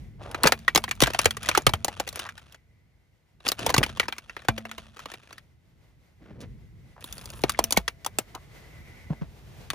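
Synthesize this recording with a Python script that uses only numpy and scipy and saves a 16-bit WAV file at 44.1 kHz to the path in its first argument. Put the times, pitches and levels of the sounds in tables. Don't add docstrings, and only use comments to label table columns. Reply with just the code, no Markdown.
import sys
import numpy as np
from scipy import signal
from scipy.fft import rfft, irfft
from scipy.io import wavfile
from scipy.ndimage import uniform_filter1d

SR = 44100
rng = np.random.default_rng(int(sys.argv[2]) if len(sys.argv) > 2 else 0)


def wav_out(sig):
    wavfile.write(sys.argv[1], SR, np.round(np.clip(np.atleast_2d(sig).T, -1, 1) * 32767).astype(np.int16))


N = 429534
TIME = np.arange(N) / SR
BURST_TIME = TIME[:SR // 6]

# t/s, nominal shell-band level/dB over 10 ms, body level/dB re shell band,
# edge level/dB re shell band, shell ring f/Hz
BREAKS = [(0.3459, -27, -3.5, -9.5, 1420), (0.4342, -31, -3.5, 14, 9240), (0.439, -16, -0.5, -10, 1460),
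          (0.4538, -22.5, 7, -16, 600), (0.47, -17, -11, -11, 1540), (0.4722, -15.5, -10, 1, 6600),
          (0.492, -34.5, 5, -19.5, 650), (0.522, -15.5, -5, -4, 1940), (0.68, -17, -11.5, -11, 1510),
          (0.7494, -26, 1, 7.5, 6520), (0.7583, -16, -4, 2, 3300), (0.7763, -23.5, 2, 2.5, 720),
          (0.8397, -28, -10.5, -2, 3170), (0.8796, -33.5, -6, -17, 1880), (0.891, -40, -7, -0.5, 2400),
          (0.9118, -23, -16, -3.5, 2320), (1.0044, -25.5, -6.5, 2.5, 5900), (1.0169, -28, -5, 4.5, 3450),
          (1.022, -19, 4.5, 3, 424), (1.0356, -18, -11, 0.5, 3700), (1.06, -30, -11.5, -8.5, 1600),
          (1.075, -25, -1.5, -13, 1580), (1.1025, -35.5, 1.5, -6.5, 650), (1.1353, -34.5, -8.5, -1, 2760),
          (1.1463, -27, 0, -5.5, 730), (1.1908, -19, -7.5, 0, 9200), (1.2154, -37, -9, 4, 3980),
          (1.245, -37.5, -12, 4.5, 4200), (1.2567, -14, -2, -1, 1960), (1.308, -30.5, -15, 2, 3340),
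          (1.3688, -33.5, -7, -2.5, 1150), (1.4586, -35, -20, -1.5, 1980), (1.4885, -18.5, -6, -1.5, 1520),
          (1.514, -27, -16.5, -10, 2400), (1.5507, -16, -13, -11.5, 1560), (1.575, -19, 3.5, 0.5, 875),
          (1.6668, -13, -2.5, -1, 1250), (1.6928, -31, 2, -0.5, 895), (1.736, -23, -1, -3, 3190),
          (1.8465, -31, 4.5, 9.5, 8900), (1.882, -30.5, 4.5, -1, 650), (1.9991, -28, 3.5, 0, 800),
          (2.0762, -36, -2.5, 0.5, 1920), (2.0898, -43.5, -7, 11, 7370), (2.196, -34.5, -13, 0, 2860),
          (2.268, -44.5, -10, -9, 1700), (2.29, -34.5, -26, -9.5, 1750), (2.3786, -43.5, -33, -3, 1780),
          (2.5452, -48, -6, -4.5, 1970), (3.461, -40, -5, -1.5, 2400), (3.4802, -41, -5, 13, 4660),
          (3.4873, -31.5, -4, 12.5, 4680), (3.518, -30, -0.5, 6, 3950), (3.664, -25.5, 5, 2.5, 860),
          (3.693, -29, 1.5, -2, 2070), (3.701, -27.5, 4, -1, 680), (3.7415, -19.5, -2, 0.5, 885),
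          (3.764, -24, -4, -3.5, 1110), (3.78, -20, -2.5, 2, 3500), (3.83, -19.5, -10, -7, 1905),
          (3.836, -22.5, -17, -1.5, 2400), (3.998, -17.5, -10.5, -4.5, 2310), (4.03, -33.5, -12, -19, 1990),
          (4.0829, -29, -2.5, -4.5, 5300), (4.1246, -30.5, -18, -5, 3170), (4.1827, -37.5, -12, -1, 5400),
          (4.296, -36, -16.5, -11.5, 1860), (4.3663, -33, -7, -12, 1833), (4.485, -17, -0.5, -7.5, 1525),
          (4.5791, -34.5, -0.5, -2, 2200), (4.6528, -37, -0.5, -10, 747), (4.714, -35, -18.5, -5.5, 2060),
          (4.781, -38, -3.5, -3.5, 2850), (4.9682, -46, -4, -5.5, 1170), (4.9923, -41, -9, -5, 1080),
          (5.057, -37, 0, -5.5, 920), (5.1173, -41, -5, -3.5, 1800), (5.3276, -44, -8.5, -2.5, 1600),
          (5.381, -43.5, -19, -4.5, 1840), (7.042, -47.5, 2.5, 10.5, 7800), (7.181, -48.5, -2, 7, 4630),
          (7.214, -57, 0, 8, 5200), (7.2574, -53, 1, 13.5, 5050), (7.3354, -49, 1, 0.5, 1340),
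          (7.4376, -24, 8, -3, 434), (7.4949, -24.5, -11, 1.5, 1220), (7.547, -38, -16, -28, 2070),
          (7.5902, -23.5, 7.5, 0.5, 584), (7.6405, -33.5, -2, 11.5, 5830), (7.7078, -38.5, 2.5, 11.5, 9100),
          (7.724, -31.5, -1.5, 13, 6750), (7.743, -47, 7, -6, 950), (7.773, -22.5, 5, 4, 340),
          (7.8791, -23.5, -11.5, -3, 3280), (8.0474, -38.5, -4.5, 2.5, 4660), (8.063, -31.5, 3.5, 4.5, 820),
          (8.1863, -27, 1.5, 6, 7650), (8.35, -43, 5, 2, 930), (9.7028, -28.5, -18, 0, 3550),
          (9.733, -41, 3, -5, 600)]
# start t/s, end t/s, grinding level/dB, edge level of the small snaps/dB re shell band
TOY_PASSES = [(0.199, 2.55, -60, 1), (3.395, 5.38, -59, -6), (7.003, 7.8, -53.5, 9)]
BITE_SHARE = 0.18


def undb(db):
    return 10 ** (np.asarray(db) / 20)


def unit(x):
    return x / np.sqrt(np.mean(x ** 2) + 1e-20)


def fade(t, t60):
    return np.exp(-np.log(1000) * t / t60)


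def curve(rows):
    return undb(np.interp(TIME, *np.transpose(rows), left=-np.inf, right=-np.inf))


def band(x, lo_hz, hi_hz, order=2):
    edges_hz = [lo_hz, min(hi_hz, .45 * SR)]
    return signal.sosfilt(signal.butter(order, edges_hz, "band", fs=SR, output="sos"), x)


def resonate(x, hz, width_hz):
    return signal.lfilter(*signal.iirpeak(hz, hz / width_hz, fs=SR), x)


def colour(x, points):
    hz, db = np.transpose(points)
    f = np.fft.rfftfreq(N, 1 / SR) + 1
    ends = np.minimum(f / hz[0], 1) ** 2 * np.minimum(hz[-1] / f, 1) ** 2
    gain = ends * undb(np.interp(np.log(f), np.log(hz), db))
    return unit(irfft(rfft(x) * gain, N))


def pair(size, spread):
    mid, side = rng.standard_normal((2, size))
    return np.array([mid + spread * side, mid - spread * side]) / np.hypot(1, spread)


def walk(rate):
    size = int(SR / rate)
    steps = np.repeat(rng.standard_normal(N // size + 1), size)
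    return uniform_filter1d(steps, size)[:N]


def add(out, s, sound):
    i = int(s * SR)
    out[:, i:i + sound.shape[-1]] += sound[..., :N - i]


def swell(start_s, end_s, attack_s):
    release_t60_s = 0.1
    attack = np.clip((TIME - start_s) / attack_s, 0, 1)
    return attack * fade(np.clip(TIME - end_s, 0, 2), release_t60_s)


def fragment(x, lo_hz, hi_hz, mode_db, count=5):
    spaced_hz = np.geomspace(lo_hz, hi_hz, count)
    pitches = np.minimum(spaced_hz * 2 ** rng.uniform(-0.496, .5, count), SR / 3)
    sides = undb(2 * rng.standard_normal((count, 2, 1)))
    modes = sum(side * resonate(x, hz, 130 + hz / 80) for hz, side in zip(pitches, sides))
    return x + undb(mode_db) * modes


def engine(whirr_hz=2080, whirr_width_hz=400, whirr_db=-3, line_width_hz=40):
    # t/s, level/dB before whirr_db and the line levels
    whirr_rows = [(0, -67), (2.6, -72), (3.3, -81), (6.1, -78), (6.25, -73.5), (8.2, -67.5), (8.85, -55),
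                  (9.2, -59), (9.3, -73)]
    # f/Hz, level/dB re the common envelope
    whine_rows = [(1475, -18), (2000, -8)]

    def hum(hz, width):
        once = resonate(pair(N, spread=0.57), hz, width)
        return unit(resonate(once, hz, width))

    whine = sum(undb(db) * hum(hz, line_width_hz) for hz, db in whine_rows)
    return (undb(whirr_db) * hum(whirr_hz, whirr_width_hz) + whine) * curve(whirr_rows)


def car(crush, rumble_db=3.5, hiss_db=-2):
    # t/s, level/dB before rumble_db
    roll_rows = [(0.0, -48.5), (0.57, -50.5), (1.82, -49.5), (2.14, -56.5), (3.23, -70), (3.47, -63.5),
                 (3.66, -48), (3.88, -45), (4.12, -60.5), (6.18, -63.5), (6.43, -48), (7.02, -54),
                 (7.59, -47), (7.84, -55.5), (9.58, -52.5), (9.74, -47)]
    # t/s, level/dB before hiss_db
    air_rows = [(0, -61.5), (2.4, -67), (2.9, -72), (6.2, -67.5), (6.6, -65.5), (8.1, -60), (8.5, -53.5),
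                (9.3, -57), (9.74, -51)]
    # f/Hz, relative level/dB per Hz
    roll_spectrum = [(25, -26), (49, 1), (97, 1), (156, -3.5), (193, -9.5), (299, -18.5), (500, -26.5),
                     (650, -57.5), (1100, -120)]
    # f/Hz, relative level/dB per Hz
    air_spectrum = [(180, -28.5), (300, -7.5), (700, -11), (1210, -17), (2030, -16), (3350, -20),
                    (10400, -29.5), (12100, -34.5), (13800, -24.5), (16000, -52.5)]
    load_db = -11
    effort = np.hypot(curve(roll_rows), undb(load_db) * crush)
    rumble = colour(pair(N, spread=.35), roll_spectrum) * effort
    hiss = colour(pair(N, spread=0.66), air_spectrum) * curve(air_rows) * undb(hiss_db)
    return rumble * undb(rumble_db + 2 * walk(19)) + (engine() + hiss) * undb(2 * walk(22))


def crushing(touch_s=0.01):
    # start t/s, length/s, grinding level/dB
    crunch_rows = [(0.185, 0.32, -58), (0.453, 0.011, -28), (1.015, 0.09, -38.5), (1.124, 0.15, -43),
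                   (1.384, 0.21, -43), (1.866, 0.26, -51.5), (2.135, 0.11, -45), (3.448, 0.066, -39),
                   (3.576, 0.13, -37.5), (3.805, 0.24, -48), (4.776, 0.03, -44), (4.975, 0.17, -52.5)]
    debris_db, debris_t60_s = -27.5, 0.098
    rolling = sum(undb(db) * swell(start, end, touch_s) for start, end, db, _ in TOY_PASSES)
    biting = sum(undb(db) * swell(s, s + length, BITE_SHARE * length) for s, length, db in crunch_rows)
    debris = np.zeros((1, N))
    for s, db, *_ in BREAKS:
        add(debris, s, undb(db + debris_db) * fade(TIME[:SR], debris_t60_s))
    return np.sqrt(rolling ** 2 + biting ** 2 + debris[0] ** 2)


def ticks(rate, uneven_db, count=10):
    # f/Hz, relative level/dB per Hz
    grit_spectrum = [(120, -31.5), (200, 0.5), (440, -9), (1210, -7), (2130, -8.5), (2960, -6.5),
                     (8580, -14), (10100, -15.5), (16000, -36.5)]
    chance = rate / SR * undb(4 * walk(70))
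    sizes = undb(uneven_db * np.minimum(rng.exponential(size=N), 2))
    pushes = (rng.random(N) < chance) * sizes * rng.choice([-1, 1], N)
    splinter = rng.integers(0, count, N)
    t = BURST_TIME[:len(BURST_TIME) // 2]
    out = 0
    for k in range(count):
        scatter = undb(-23) * pair(len(t), spread=.8) * fade(t, .018)
        scatter[:, 0] += 1
        grain = unit(fragment(scatter, lo_hz=650, hi_hz=2970, mode_db=11.5, count=3))
        out = out + signal.oaconvolve(grain, (pushes * (splinter == k))[None])[:, :N]
    return colour(out, grit_spectrum)


def grit(crush, grit_db=-1):
    crumble = undb(-2) * ticks(rate=650, uneven_db=4)
    crackle = ticks(rate=65, uneven_db=5)
    return (crumble + crackle) * crush * undb(grit_db)


def rub(hz, width, slips_per_s=800, uneven_db=4):
    size = SR // 2
    sizes = undb(uneven_db * rng.standard_normal(size))
    slips = (rng.random(size) < slips_per_s / SR) * sizes * rng.choice([-1, 1], size)
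    grip = undb(uneven_db * walk(45)[:size])
    friction = grip * (slips + .03 * pair(size, spread=1))
    return unit(resonate(resonate(friction, hz, width * hz), hz, 2 * width * hz))


def rubs():
    # t/s, length/s, level/dB before the swell,
    # resonance f/Hz, width over resonance (narrow ones creak)
    rub_rows = [(0.181, 0.25, -43, 560, 1.14), (2.18, 0.095, -43, 1270, 0.67), (3.581, 0.24, -37, 233, 1.5),
                (6.185, 0.29, -52, 230, 1), (6.209, 0.25, -62, 1800, 0.77),
                (6.256, 0.0062, -59, 1300, 0.66), (6.403, 0.023, -57, 3800, 1.7),
                (6.386, 0.038, -45.5, 292, 0.75), (6.96, 0.033, -45.5, 850, 0.7),
                (6.998, .42, -55, 10500, .45), (7.102, 0.35, -59, 980, 0.38), (8.343, 0.022, -44, 900, .45),
                (9.096, 0.036, -40.5, 380, 1.33), (9.213, 0.012, -38.5, 402, 2.1)]
    out = np.zeros((2, N))
    for s, length, db, hz, width in rub_rows:
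        i = int(s * SR)
        sound = rub(hz, width)[:, :N - i]
        envelope = swell(s, s + length, BITE_SHARE * length)[i:i + sound.shape[1]]
        add(out, s, undb(db) * sound * envelope)
    return out


def thump(db, hz, t60, push_s, ring_db, sag=1.0, sag_s=0.002,
          carcass_hz=56, carcass_db=-18.5, carcass_t60=0.33):
    # f/Hz, level/dB re the wheel ring, t60/s
    wheel_modes = [(108.5, -1.5, 0.52), (221, 5.5, 1), (670, 3, .9)]
    miss_db_per_octave = 6.5
    t = TIME[:SR]
    skew = np.array([[.5], [-.5]]) * rng.uniform(-1, 1)
    sinking_hz = hz * (1 + sag * np.exp(-t / sag_s))
    rubber = np.sin(2 * np.pi * np.cumsum(sinking_hz) / SR + 2 * skew) * fade(t, t60)
    wheel = 0
    for f, mode_db, ring_t60 in wheel_modes:
        gain = undb(mode_db - miss_db_per_octave * abs(np.log2(f / hz)))
        wheel = wheel + gain * np.sin(2 * np.pi * f * t) * fade(t, ring_t60)
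    shake = undb(carcass_db) * min(1, sag_s / push_s)
    carcass = shake * np.sin(2 * np.pi * carcass_hz * t + skew) * fade(t, carcass_t60)
    return undb(db) * (1 - np.exp(-t / push_s)) * (rubber + carcass + undb(ring_db) * wheel)


def pop(db, hz, t60):
    rise_s = 0.0015
    phase = rng.uniform(0, 2 * np.pi) + rng.uniform(-0.32, .5, (2, 1))
    note = np.sin(2 * np.pi * hz * BURST_TIME + phase)
    return undb(db) * note * (1 - np.exp(-BURST_TIME / rise_s)) * fade(BURST_TIME, t60)


def small_snaps(crush, colour_spread_db=4, ring_spread_octaves=0.55):
    snaps_per_s, snap_db, snap_spread_db = 13, 3.5, 3
    body_db, snap_ring_hz = -5, 2200
    rows = []
    for start, end, _, edge_db in TOY_PASSES:
        count = int((end - start) * snaps_per_s)
        times = rng.uniform(start, end, count)
        for s, (size, body, edge, ring) in zip(times, rng.uniform(-1.7, 1.7, (count, 4))):
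            level_db = 20 * np.log10(crush[int(s * SR)] + 1e-9) + snap_db + snap_spread_db * size
            rows.append((s, level_db - edge_db / 2, body_db + colour_spread_db * body,
                         edge_db + colour_spread_db * edge,
                         snap_ring_hz * 2 ** (ring_spread_octaves * ring)))
    return rows


def fracture(tear_s, count=14, follow_db=-6):
    when = rng.uniform(0, 1.5, count) ** 1.5 * tear_s
    sizes = undb(follow_db + 4.1 * rng.standard_normal(count)) * np.exp(-when / tear_s * 0.29)
    sizes = sizes * rng.choice([-1, 1], count)
    push = np.zeros(len(BURST_TIME))
    push[0] = 1
    np.add.at(push, np.minimum(when * SR, len(push) - 1).astype(int), sizes)
    return push


def shell_ring(detune_octaves=0.04):
    # f/Hz before detuning, level/dB re the break, t60/s
    shell_modes = [(1943, -9.5, 0.052), (2300, -17.5, 0.12), (4576, -24, 0.049)]
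    count = len(shell_modes)
    bend = 2 ** (detune_octaves * rng.standard_normal())
    phases = rng.uniform(0, 2 * np.pi, (count, 1, 1)) + rng.uniform(-0.75, 1, (count, 2, 1))
    out = 0
    for (hz, db, t60), phase in zip(shell_modes, phases):
        mode = np.sin(2 * np.pi * hz * bend * BURST_TIME + phase)
        out = out + undb(db) * mode * fade(BURST_TIME, t60)
    return out


def crack(level_db, body_db, edge_db, ring_hz, tear_s, scatter_db=-21, scatter_t60=0.029, ring_db=8.0,
          edge_hz=5500, sidewall_hz=440, sidewall_db=-0.5, hollow=0.57, pan_db=1.3):
    # low f/Hz, high f/Hz
    break_bands = [(250, 1000), (1000, 3000), (3000, 16000)]
    # t60/s, level/dB re direct sound, stereo width of the whole band
    echo_rows = [(0.077, -15.5, 0.45), (0.048, -12.5, 1), (0.097, -26.5, 0.67)]
    t = BURST_TIME
    near = undb(scatter_db) * pair(len(t), spread=0.95) * fade(t, scatter_t60)
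    near[:, 0] += 1
    snap = signal.fftconvolve(near, fracture(tear_s)[None])[:, :len(t)]
    note = resonate(near, ring_hz, 230) * np.std(snap) / np.std(near)
    hollow_db = -hollow * min(edge_db, 0)
    ring = undb(ring_db + hollow_db) * note
    knock = undb(sidewall_db) * resonate(snap, sidewall_hz, sidewall_hz)
    snap = fragment(snap + ring, lo_hz=1150, hi_hz=9000, mode_db=0.0) + knock
    snap = snap - 2 * resonate(snap, sidewall_hz, sidewall_hz)
    corner_hz = min(edge_hz * undb(edge_db), SR / 3)
    low_pass = signal.butter(1, corner_hz, fs=SR, output="sos")
    snap = signal.sosfilt(low_pass, snap) + undb(-19.0) * snap
    out = 0
    for (lo, hi), db, (t60, echo_db, width) in zip(break_bands, (body_db, 0, edge_db), echo_rows):
        direct = unit(band(snap, lo, hi, order=3))
        build_up = 1 - np.exp(-t / 0.014)
        echo = unit(band(pair(len(t), spread=0.11), lo, hi) * fade(t, t60) * build_up)
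        part = undb(level_db + db) * (direct + undb(echo_db) * echo)
        out = out + width * part + (1 - width) * part.mean(axis=0)
    sides = undb((pan_db + rng.uniform(-1, 1)) * np.array([[.5], [-.5]]))
    ten_ms = np.sqrt(SR / 100 / len(t))
    return sides * out * ten_ms + undb(level_db) * shell_ring()


def scene(crack_db=0, thump_db=0):
    # t/s, level/dB before the push, settled f/Hz, push time constant/s,
    # wheel ring level/dB re the thump
    thump_rows = [(0.454, -16, 148.7, 0.00091, -25.5), (0.758, -18, 163.7, .001, -27.5),
                  (1.0266, -7.5, 130.7, 0.0017, -37), (1.2609, -19, 86.16, 0.00091, -22),
                  (1.673, -10, 116.3, 0.00089, -33.5), (1.737, -18, 83.7, 0.00086, -31.5),
                  (3.7816, -9, 122.7, .001, -32.5), (4.4894, -14, 113.3, 0.0011, -20.5),
                  (7.438, -18.5, 133.7, .001, -29), (7.591, -15, 416, 0.0013, -27.5),
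                  (7.7744, -11.5, 175, .001, -45.5), (9.104, -5.5, 152, 0.0088, -48),
                  (9.216, -10, 152, .008, -56)]
    # t/s, level/dB before rise and decay, f/Hz, t60/s
    pop_rows = [(0.471, -14, 6530, .025), (0.6797, -1, 1905, 0.027), (1.549, -10, 1214, 0.028),
                (3.998, -16, 1963, 0.047), (4.296, -32.5, 2700, .034), (7.768, -6.5, 2200, 0.026)]
    thump_cycles = 8.5
    longest_tear_s, brittle = .0027, .6
    crush = crushing()
    out = car(crush) + grit(crush) + rubs()
    for s, db, hz, push_s, ring_db in thump_rows:
        add(out, s, undb(thump_db) * thump(db, hz, thump_cycles / hz, push_s, ring_db))
    for s, db, hz, t60 in pop_rows:
        add(out, s, pop(db, hz, t60))
    for s, db, body_db, edge_db, ring_hz in BREAKS + small_snaps(crush):
        tear_s = longest_tear_s * undb(-brittle * max(edge_db, 0))
        add(out, s, undb(crack_db) * crack(db, body_db, edge_db, ring_hz, tear_s))
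    return out


def record(dry):
    # f/Hz, left lead/rad (negative: right leads)
    port_phase = [(1600, 0.5), (2200, 1.27), (3200, 1.03), (5000, 1), (6800, -1), (16400, -16.5)]
    top_hz = 15800
    lag = np.interp(np.fft.rfftfreq(N, 1 / SR), *np.transpose(port_phase))
    ports = np.array([dry[0], irfft(rfft(dry[1]) * np.exp(-1j * lag), N)])
    low_pass = signal.ellip(8, .2, 70, top_hz, fs=SR, output="sos")
    return signal.sosfilt(low_pass, np.tanh(ports))


dry = scene()
out = record(dry)
wav_out(out)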